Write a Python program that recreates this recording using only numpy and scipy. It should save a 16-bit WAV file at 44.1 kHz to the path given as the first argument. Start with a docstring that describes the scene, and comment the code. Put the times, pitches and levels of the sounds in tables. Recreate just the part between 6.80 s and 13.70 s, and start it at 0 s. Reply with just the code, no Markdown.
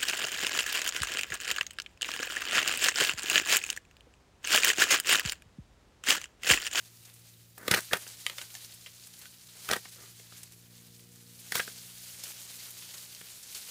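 """Long-handled loppers cut three bamboo stems in a thicket, close by: runs of cracks and tearing fibres,
made of filtered click bursts that ring the tool's damped modes, with bumps, creaks and chirps of the blades.
After the first cut, canes knock with modes of their own. Leaves rustle and flick as filtered noise and ticks.
Behind them a far engine hums as wavering harmonics over filtered-noise outdoor air."""
import sys
import numpy as np
from scipy import signal
from scipy.fft import rfft, irfft
from scipy.io import wavfile

SR = 44100
rng = np.random.default_rng(int(sys.argv[2]) if len(sys.argv) > 2 else 0)


def wav_record(signal):
    """Record a signal, one row per channel, as 16-bit PCM in the file named by sys.argv[1]."""
    frames = np.transpose(np.atleast_2d(signal))
    bounded = np.clip(frames, -1, 1)
    # unit amplitude maps onto the largest positive 16-bit level
    quanta = np.round(bounded * 32767).astype(np.int16)
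    wavfile.write(sys.argv[1], SR, quanta)


N = 304290
TIME = np.arange(N) / SR
HIT = TIME[:8192]  # time axis of one short event
LEAD_S = 0.004  # room for fibres giving before an event's nominal time

# damped modes of tool and clamped stem: hz, relative_db, t60_s
TOOL_MODES = [(185, 0, 0.052), (390, -5, 0.042), (450, -15, 0.055), (550, -13, 0.037), (678, -16, 0.055),
              (1214, 6, 0.046), (1330, 2, 0.035), (1560, -4, 0.035), (1760, 4, 0.016), (1800, -4, 0.047),
              (1970, -13, 0.067), (2380, -19, 0.042), (2990, -5, 0.041), (3320, 1, 0.028),
              (4360, -3, 0.033), (5470, 6, 0.015)]
# spectral outline of a crack's low thump: hz, gain_db
THUD_OUTLINE = [(30, -30), (90, -4.5), (170, -3), (280, -5.5), (420, 4), (680, 0.5), (950, -8.5),
                (1800, -54)]
# spectral outline of a crack's woody middle: hz, gain_db
WOOD_OUTLINE = [(500, -26.5), (950, -12.5), (1250, -4), (1700, 0.5), (2200, -5), (2700, -4), (4500, -18),
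                (9000, -39.5)]
# spectral outline of a crack's bright splinters: hz, gain_db
SPLINTER_OUTLINE = [(1200, -27.5), (2500, -3.5), (3800, 5), (6000, -2), (9000, -1.5), (12000, -9.5),
                    (16000, -2)]


def undb(db):
    """Decibels to gain."""
    return 10 ** (np.asarray(db) / 20)


def unit(x):
    """Scale to rms 1."""
    return x / np.sqrt(np.mean(x ** 2))


def attack_level(x, db):
    """Set the rms of the six milliseconds after a hit's lead-in."""
    start = int(LEAD_S * SR)
    return x * undb(db) / np.sqrt(np.mean(x[start:start + 265] ** 2))


def curve(table):
    """Join (time_s, value) points by straight lines."""
    time_s, value = np.transpose(table)
    return np.interp(TIME, time_s, value)


def colour(x, outline):
    """Minimum-phase filter with the given (hz, gain_db) outline, built by folding the cepstrum."""
    hz, db = np.transpose(outline)
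    grid_hz = np.maximum(np.fft.rfftfreq(4096, 1 / SR), 1)
    gain_db = np.interp(np.log(grid_hz), np.log(hz), db)
    cepstrum = irfft(np.log(undb(gain_db)))
    half = len(cepstrum) // 2
    cepstrum[1:half] *= 2
    cepstrum[half + 1:] = 0
    impulse = irfft(np.exp(rfft(cepstrum)))[:half]
    return signal.fftconvolve(x, impulse)[:len(x)]


def walk(rate_hz):
    """Random values joined by straight lines, rms 1."""
    knots_s = np.arange(0, TIME[-1] + 1, 1 / rate_hz)
    return unit(np.interp(TIME, knots_s, rng.standard_normal(len(knots_s))))


def clicks(n, rate_hz, spread_db):
    """Random tiny clicks, mostly weak and a few strong, rms 1."""
    chance = rng.random(n)
    size = rng.exponential(size=n)
    sign = rng.choice([-1, 1], n)
    return unit(sign * (chance < rate_hz / SR) * undb(spread_db * np.minimum(size, 5)) + 1e-9)


def add(out, start_s, x):
    """Mix a sound in at start_s."""
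    i = int(start_s * SR)
    out[i:i + len(x)] += x[:len(out) - i]


def ring(force, modes, ring_db, ratio=1):
    """A force heard directly and through the damped modes that it excites."""
    response = 0
    for hz, db, t60_s in modes:
        decay = undb(db + ring_db - 60 * HIT / t60_s)
        response = response + decay * np.cos(2 * np.pi * hz * ratio * HIT)
    return force + signal.fftconvolve(force, response)[:len(force)]


def fracture(fade_ms, first_db, rise_ms):
    """Fibres start to give, the main break follows, and a shower of small ones dies away."""
    peak_s = LEAD_S + 0.001
    ms = (HIT - peak_s) * 1000
    envelope = np.exp(np.minimum(ms / rise_ms, -ms / fade_ms))
    fibres = clicks(len(HIT), rate_hz=12000, spread_db=2.0) * envelope
    fibres /= np.max(np.abs(fibres))
    add(fibres, peak_s, np.array([undb(first_db)]))  # main break, relative to the strongest fibre
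    return fibres


def stroke(start_s, length_s, slope_db_per_s, attack_s, release_s):
    """Envelope of one push: attack, a sloping hold, release."""
    t = TIME - start_s
    attack = np.clip(t / attack_s, 0, 1)
    hold = undb(slope_db_per_s * np.clip(t, 0, length_s))
    return attack * hold * np.exp(-np.maximum(t - length_s, 0) / release_s)


def distance():
    """A far engine's low harmonics waver over soft outdoor air; the overtones swell once and fade."""
    # engine speed: time_s, cycle_rate_hz
    engine_speed = [(0, 57.6), (1.5, 58), (2.6, 58.8), (3.5, 58), (4.2, 58.96), (6.9, 60.17)]
    # firing tone at twice the cycle rate: time_s, level_db
    engine_level = [(0, -62), (.5, -61.5), (2.0, -64.5), (2.45, -70), (3.1, -62.5), (4.55, -61),
                    (5.9, -65.5), (6.55, -69), (6.9, -85)]
    # harmonics of the cycle rate: multiple, level_db, swell_rise_db
    overtones = [(3, -71.5, 7), (4, -78, 9.5), (5, -88.5, 10.5), (6, -84, 8), (7, -99, 8), (8, -94, 21.5)]
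    # spectral outline of outdoor air: hz, gain_db
    air_outline = [(25, -19), (50, -3), (85, 3), (130, 2), (250, -6), (500, -8.5), (1000, -18), (3000, -17),
                   (8000, -23), (15000, -10.5)]
    swell_s, swell_width_s, air_db = 4.42, 0.85, -62.5
    swell = np.exp(-((TIME - swell_s) / swell_width_s) ** 2)
    cycle_hz = curve(engine_speed) * (1 + 0.0023 * walk(12))
    phase = 2 * np.pi * np.cumsum(cycle_hz) / SR
    hum = np.sin(2 * phase) * undb(curve(engine_level) + 0.32 * walk(5.4))
    for multiple, db, swell_db in overtones:
        waver_db = 1.6 * walk(5)
        hum += np.sin(multiple * phase) * undb(db + swell_db * swell + waver_db)
    air = unit(colour(rng.standard_normal(N), air_outline)) * undb(air_db)
    return np.sqrt(2) * hum + air  # sqrt(2): sine levels are rms


def crinkles(count):
    """Tiny buckling ticks of leaves: damped sines, each with its own pitch, size and decay."""
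    out, t = np.zeros(N), HIT[:256]
    for when, pitch, size, cycles in rng.random((count, 4)):
        hz = 2400 * 6 ** pitch
        tick = np.sin(2 * np.pi * hz * t) * np.exp(-t * hz / (0.5 + cycles))
        size_db = -24 * np.sqrt(size)
        add(out, when * TIME[-1], tick * undb(size_db) * np.sqrt(hz))
    return unit(out)


def stirring():
    """Gains of leaves and twigs: slow stirring and the brushes add as powers."""
    # stirring by tool and leaning canes: time_s, leaf_level_db (before leaf_trim_db)
    stir = [(0.0, -63.5), (0.27, -58.5), (0.57, -60.5), (0.83, -62), (1.04, -48), (1.4, -48.5),
            (2.09, -54.5), (2.71, -56), (2.9, -51.5), (3.48, -53.5), (3.75, -59.5), (4.34, -58),
            (4.73, -53.5), (4.86, -48.5), (5.17, -49.5), (5.69, -45), (6.63, -51), (6.9, -44)]
    # leafy cane shaken or brushing neighbours: peak_s, leaf_level_db, twig_level_db, fade_time_constant_s
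    brushes = [(.07, -54, -62.5, 0.1), (.29, -69, -56.5, .03), (.44, -62, -68, 0.091),
               (.95, -37, -47, 0.05), (1.22, -53, -54.5, 0.082), (1.52, -60, -49, .03),
               (1.62, -45.5, -47.5, 0.015), (1.825, -45, -57.5, 0.044), (1.9, -50, -60, 0.034),
               (2.25, -51, -66, 0.051), (2.43, -53, -57, 0.036), (2.761, -61, -60, 0.046),
               (2.89, -44.5, -53, 0.1), (3.58, -55, -62, 0.14), (3.97, -58, -67, 0.063),
               (4.15, -55.5, -78, 0.03), (4.78, -37, -48, 0.067), (5.25, -48, -72, 0.042),
               (5.47, -46.5, -53, 0.053), (5.8, -47, -66, 0.038), (6.15, -49.5, -52, 0.042),
               (6.775, -41.5, -55.5, 0.056)]
    leaf_trim_db, usual_stir_db = -0.24, -50
    twig_db, twig_growth = -11, 0.97  # twigs against leaves at usual stir; twig dB per leaf dB
    rise_share = 0.86  # rise time constant over fade time constant
    stir_db = curve(stir) + leaf_trim_db
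    twig_stir_db = usual_stir_db + twig_db + twig_growth * (stir_db - usual_stir_db)
    leaf_power = undb(stir_db) ** 2
    twig_power = undb(twig_stir_db) ** 2
    for peak_s, leaf_level_db, twig_level_db, fade_s in brushes:
        swell = np.exp(np.minimum((TIME - peak_s) / rise_share, peak_s - TIME) / fade_s)
        leaf_power = leaf_power + (undb(leaf_level_db) * swell) ** 2
        twig_power = twig_power + (undb(twig_level_db) * swell) ** 2
    return np.sqrt(leaf_power), np.sqrt(twig_power)


def foliage():
    """Leaves slide and crinkle in uneven little swells of changing brightness; twigs scrape lower down."""
    # spectral outline of leaves: hz, gain_db
    leaf_outline = [(700, -33), (1500, -5), (2500, -5.5), (4000, 0.5), (5500, 0), (8000, 0), (11000, -1.5),
                    (15000, -3.5)]
    # spectral outline of twigs: hz, gain_db
    twig_outline = [(150, -14), (400, -3), (900, -4.5), (1600, -1.5), (2400, 0.5), (3200, -1.5),
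                    (5000, -13.5)]
    leaf_gain, twig_gain = stirring()
    slide = 0
    for hz in (3000, 4500, 6700, 9500, 13500):  # bands waver independently
        band = [(hz / 4, -30), (hz / 1.5, -7), (hz, 0), (hz * 1.5, -7), (hz * 4, -30)]
        rub = colour(rng.standard_normal(N), band)
        slide = slide + rub * undb(1.8 * walk(30))
    leaves = unit(colour(unit(slide) + undb(-6.0) * crinkles(count=8000), leaf_outline))
    twigs = unit(colour(clicks(N, rate_hz=3500, spread_db=2.5), twig_outline))
    return (leaves * leaf_gain + twigs * twig_gain) * undb(1.35 * walk(55))


def flicks():
    """A stiff leaf slips free with a short papery burst."""
    # leaves flicking past stems and handles: time_s, level_db, centre_hz, fade_time_constant_ms
    leaf_flicks = [(.252, -50.5, 7140, 10), (.298, -55, 3500, 3), (0.339, -52, 10500, 4),
                   (.7795, -45, 11000, 4), (1.005, -40, 7840, 2.2), (1.1695, -39, 9100, 2.7),
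                   (1.276, -43.5, 7000, 10), (1.846, -46, 5000, 3), (1.941, -48.5, 10000, 11),
                   (2.2703, -48, 8500, 3.5), (2.337, -50.5, 4000, 5), (2.389, -49, 13000, 6.5),
                   (2.415, -50, 4460, 2.6), (2.69, -53, 3900, 14), (3.632, -42, 8200, 5),
                   (3.7215, -52, 7010, 3.4), (5.4374, -36, 7640, 5.9), (5.905, -43, 11940, 7),
                   (6.022, -48, 3230, 35), (6.139, -44, 5510, 6), (6.3483, -45, 4470, 1.7),
                   (6.6307, -46.5, 6860, 16), (6.7484, -37.5, 5130, 7.3)]
    out = np.zeros(N)
    for s, db, hz, fade_ms in leaf_flicks:
        force = fracture(fade_ms, first_db=-3, rise_ms=0.29 * fade_ms)
        burst = colour(force, [(hz / 20, -20), (hz * 0.4, -9), (hz, 0), (hz * 2.44, -12)])
        add(out, s - LEAD_S, attack_level(burst, db))
    return out


def canes():
    """Cut canes strike their neighbours and scrape on; a ratio shifts the modes for each knock."""
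    # loose canes knocking: time_s, level_db, pitch_ratio, strike_fade_time_constant_ms
    knocks = [(1.4646, -25, 0.96, 0.86), (1.497, -35.5, 1.03, 1.8), (1.582, -36, 1.1, 6.9),
              (1.614, -39.5, 1.2, 2.1), (1.741, -46, 1.6, 2.9), (1.751, -40, 1.38, 2.6),
              (2.061, -43, 1., 12), (2.068, -50, 1.2, 9.6), (2.455, -47, 1.17, 1.8)]
    # damped modes of a hollow cane at pitch ratio 1: hz, relative_db, t60_s
    cane_modes = [(524, -5.5, 0.03), (1294, -6.5, 0.051), (1775, -8.5, 0.022), (2080, -2, 0.026),
                  (2370, 2, 0.017), (2860, 14, 0.0094), (3170, 14.5, 0.013), (3950, 10, 0.015),
                  (4430, 10, 0.018), (7460, -5, 0.025)]
    body = [(60, -27), (250, -18), (600, -3.5), (2000, 0.5), (4500, -10), (8000, -3), (15000, -7)]
    out = np.zeros(N)
    for s, db, ratio, strike_fade_ms in knocks:
        strike = fracture(strike_fade_ms, first_db=5.0, rise_ms=0.34)
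        scrape = undb(-19) * fracture(12, first_db=-13, rise_ms=2.8)
        knock = ring(strike + scrape, cane_modes, ring_db=-14, ratio=ratio)
        add(out, s - LEAD_S, attack_level(colour(knock, body), db))
    return out


def creak():
    """Dense stick and slip of steel on stem, heard through the tool, growing with the load."""
    # blade creaking under load: start_s, length_s, start_level_db
    creaks = [(0.779, 0.15, -52), (3.155, 0.087, -60.5)]
    slope_db_per_s, attack_s, release_s = 35, 0.01, 0.037
    slips = ring(clicks(N, rate_hz=1500, spread_db=2.5), TOOL_MODES, ring_db=-49)
    body = colour(slips, [(80, -10), (200, 1.0), (500, 1.5), (900, -6.5), (1400, -0.5), (2000, -2.5),
                          (2800, -18), (8000, -15)])
    push = sum(undb(db) * stroke(s, length_s, slope_db_per_s, attack_s, release_s)
               for s, length_s, db in creaks)
    return unit(body) * push


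def chirps():
    """A slipping blade rings for a few cycles on one pitch."""
    # blade chattering against steel or stem: start_s, peak_level_db, pitch_hz, ring_time_constant_ms
    chatters = [(1.112, -39, 1740, 3.2), (1.124, -32, 1650, 4.5), (4.776, -34.5, 2010, 6.5),
                (4.8, -31, 1630, 4.2)]
    out = np.zeros(N)
    for s, db, hz, ring_ms in chatters:
        ms = HIT * 1000
        swell = (1 - np.exp(-ms / 0.83)) * np.exp(-ms / ring_ms)
        tone = np.sqrt(2) * np.sin(2 * np.pi * hz * HIT)
        add(out, s, undb(db) * swell / swell.max() * tone)
    return out


def tearing():
    """Fibres part in a dense, uneven run that weakens as the blade passes through."""
    # tears: start_s, length_s, wood_start_level_db, thud_re_wood_db, splinter_re_wood_db
    tears = [(0.909, 0.035, -27.5, -9.5, -4), (.96, 0.028, -31.5, -7, 0), (1.119, 0.051, -36.5, -7.5, -3),
             (2.898, 0.01, -37.5, -2, -5), (2.924, 0.024, -34.5, -7.5, -3), (2.957, 0.011, -38, -4, 0.5),
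             (4.745, 0.044, -36.5, -13.5, 4)]
    slope_db_per_s, attack_s, release_s = -72, 0.0015, 0.0049
    uneven = clicks(N, rate_hz=9800, spread_db=2.5) * undb(2.3 * walk(300))
    fibres = ring(uneven, TOOL_MODES, ring_db=-56)
    thud = unit(colour(fibres, THUD_OUTLINE))
    wood = unit(colour(fibres, WOOD_OUTLINE))
    splinter = unit(colour(fibres, SPLINTER_OUTLINE))
    out = np.zeros(N)
    for s, length_s, db, thud_db, splinter_db in tears:
        push = undb(db) * stroke(s, length_s, slope_db_per_s, attack_s, release_s)
        out += push * (wood + undb(thud_db) * thud + undb(splinter_db) * splinter)
    return out


def crack(db, thud_db, splinter_db, fade_ms, bright):
    """One crack thumps the handles, rings the tool and sprays bright splinters."""
    parts = ((THUD_OUTLINE, thud_db, 1), (WOOD_OUTLINE, 0, bright), (SPLINTER_OUTLINE, splinter_db, bright))
    out = 0
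    for outline, part_db, shift in parts:
        force = fracture(fade_ms, first_db=-4.5, rise_ms=0.48 + 0.26 * fade_ms)
        part = colour(force, np.array(outline) * [shift, 1])
        out = out + attack_level(ring(part, TOOL_MODES, ring_db=-49), db + part_db)
    return out


def cuts():
    """Stem walls snap, the handles jolt as the first stem gives way, and the jaws bump stems lightly."""
    # stem wall breaks: time_s, wood_level_db, thud_re_wood_db, splinter_re_wood_db,
    # fade_time_constant_ms, brightness_frequency_ratio
    snaps = [(0.8801, -29, -1, 2, 2.4, 0.95), (0.9123, -24.5, -10.5, 4.5, 2.4, 1.22),
             (0.939, -21, -12, -6.5, 2.8, 1.07), (.945, -25, -8, -3.5, 4.2, 1.5),
             (1.1325, -22, -4.5, -2.5, 4.1, 0.96), (2.8886, -31, -18, -3.5, 1.5, 0.93),
             (2.909, -32, -3, -16, 2.3, 1.25), (2.9126, -29.5, -1.5, 4.5, 3.9, 1.12),
             (2.933, -25.5, -14, -2, 2.1, 1), (4.7211, -30, -13.5, -0.5, 2, 1.02),
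             (4.754, -32, -7, 6, 3.4, 0.82), (4.7964, -28.5, -8.5, -17, 3.2, 1.03),
             (4.8005, -31, -19, -5.5, 2.7, 1.1)]
    # jaws bumping a stem: time_s, wood_level_db, brightness_frequency_ratio
    bumps = [(0.778, -49, 0.64), (1.1117, -43.5, .95), (1.266, -48.5, 0.95), (3.054, -47, 0.82),
             (3.3963, -53.5, 1.5), (3.522, -53.5, 0.93), (4.878, -41, 0.94), (6.412, -47.5, 1.26)]
    # handle jolts: time_s, level_db
    jolts = [(0.8796, -30.5), (0.912, -27), (0.9386, -41)]
    # spectral outline of a jolt: hz, gain_db
    jolt_outline = [(30, -28), (80, -6), (150, 2), (230, -3.5), (300, -3), (400, -9), (900, -34.5)]
    out = np.zeros(N)
    for s, *snap in snaps:
        add(out, s - LEAD_S, crack(*snap))
    for s, db, bright in bumps:
        add(out, s - LEAD_S, crack(db, thud_db=-7, splinter_db=-9, fade_ms=3.1, bright=bright))
    for s, db in jolts:
        jolt = colour(fracture(2.8, first_db=2.0, rise_ms=0.6), jolt_outline)
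        add(out, s - LEAD_S, attack_level(jolt, db))
    return out


def thicket(x, wet_db, t60_s):
    """Stems and ground scatter a short, thin tail of decaying noise."""
    tail = rng.standard_normal(len(HIT)) * undb(-60 * HIT / t60_s) * (HIT > 0.004)
    tail /= np.sqrt(np.sum(tail ** 2))
    return x + undb(wet_db) * signal.fftconvolve(x, tail)[:N]


def scene():
    """Close work in the thicket over the distant background."""
    work = cuts() + tearing() + chirps() + canes() + flicks() + creak()
    close = thicket(work, wet_db=-11.5, t60_s=0.1)
    return (close + foliage() + distance())[None]


def record(dry):
    """Steep elliptic low-pass at 15.5 kHz."""
    return signal.sosfilt(signal.ellip(10, 0.2, 70, 15500, fs=SR, output="sos"), dry)


dry = scene()
out = record(dry)
wav_record(out)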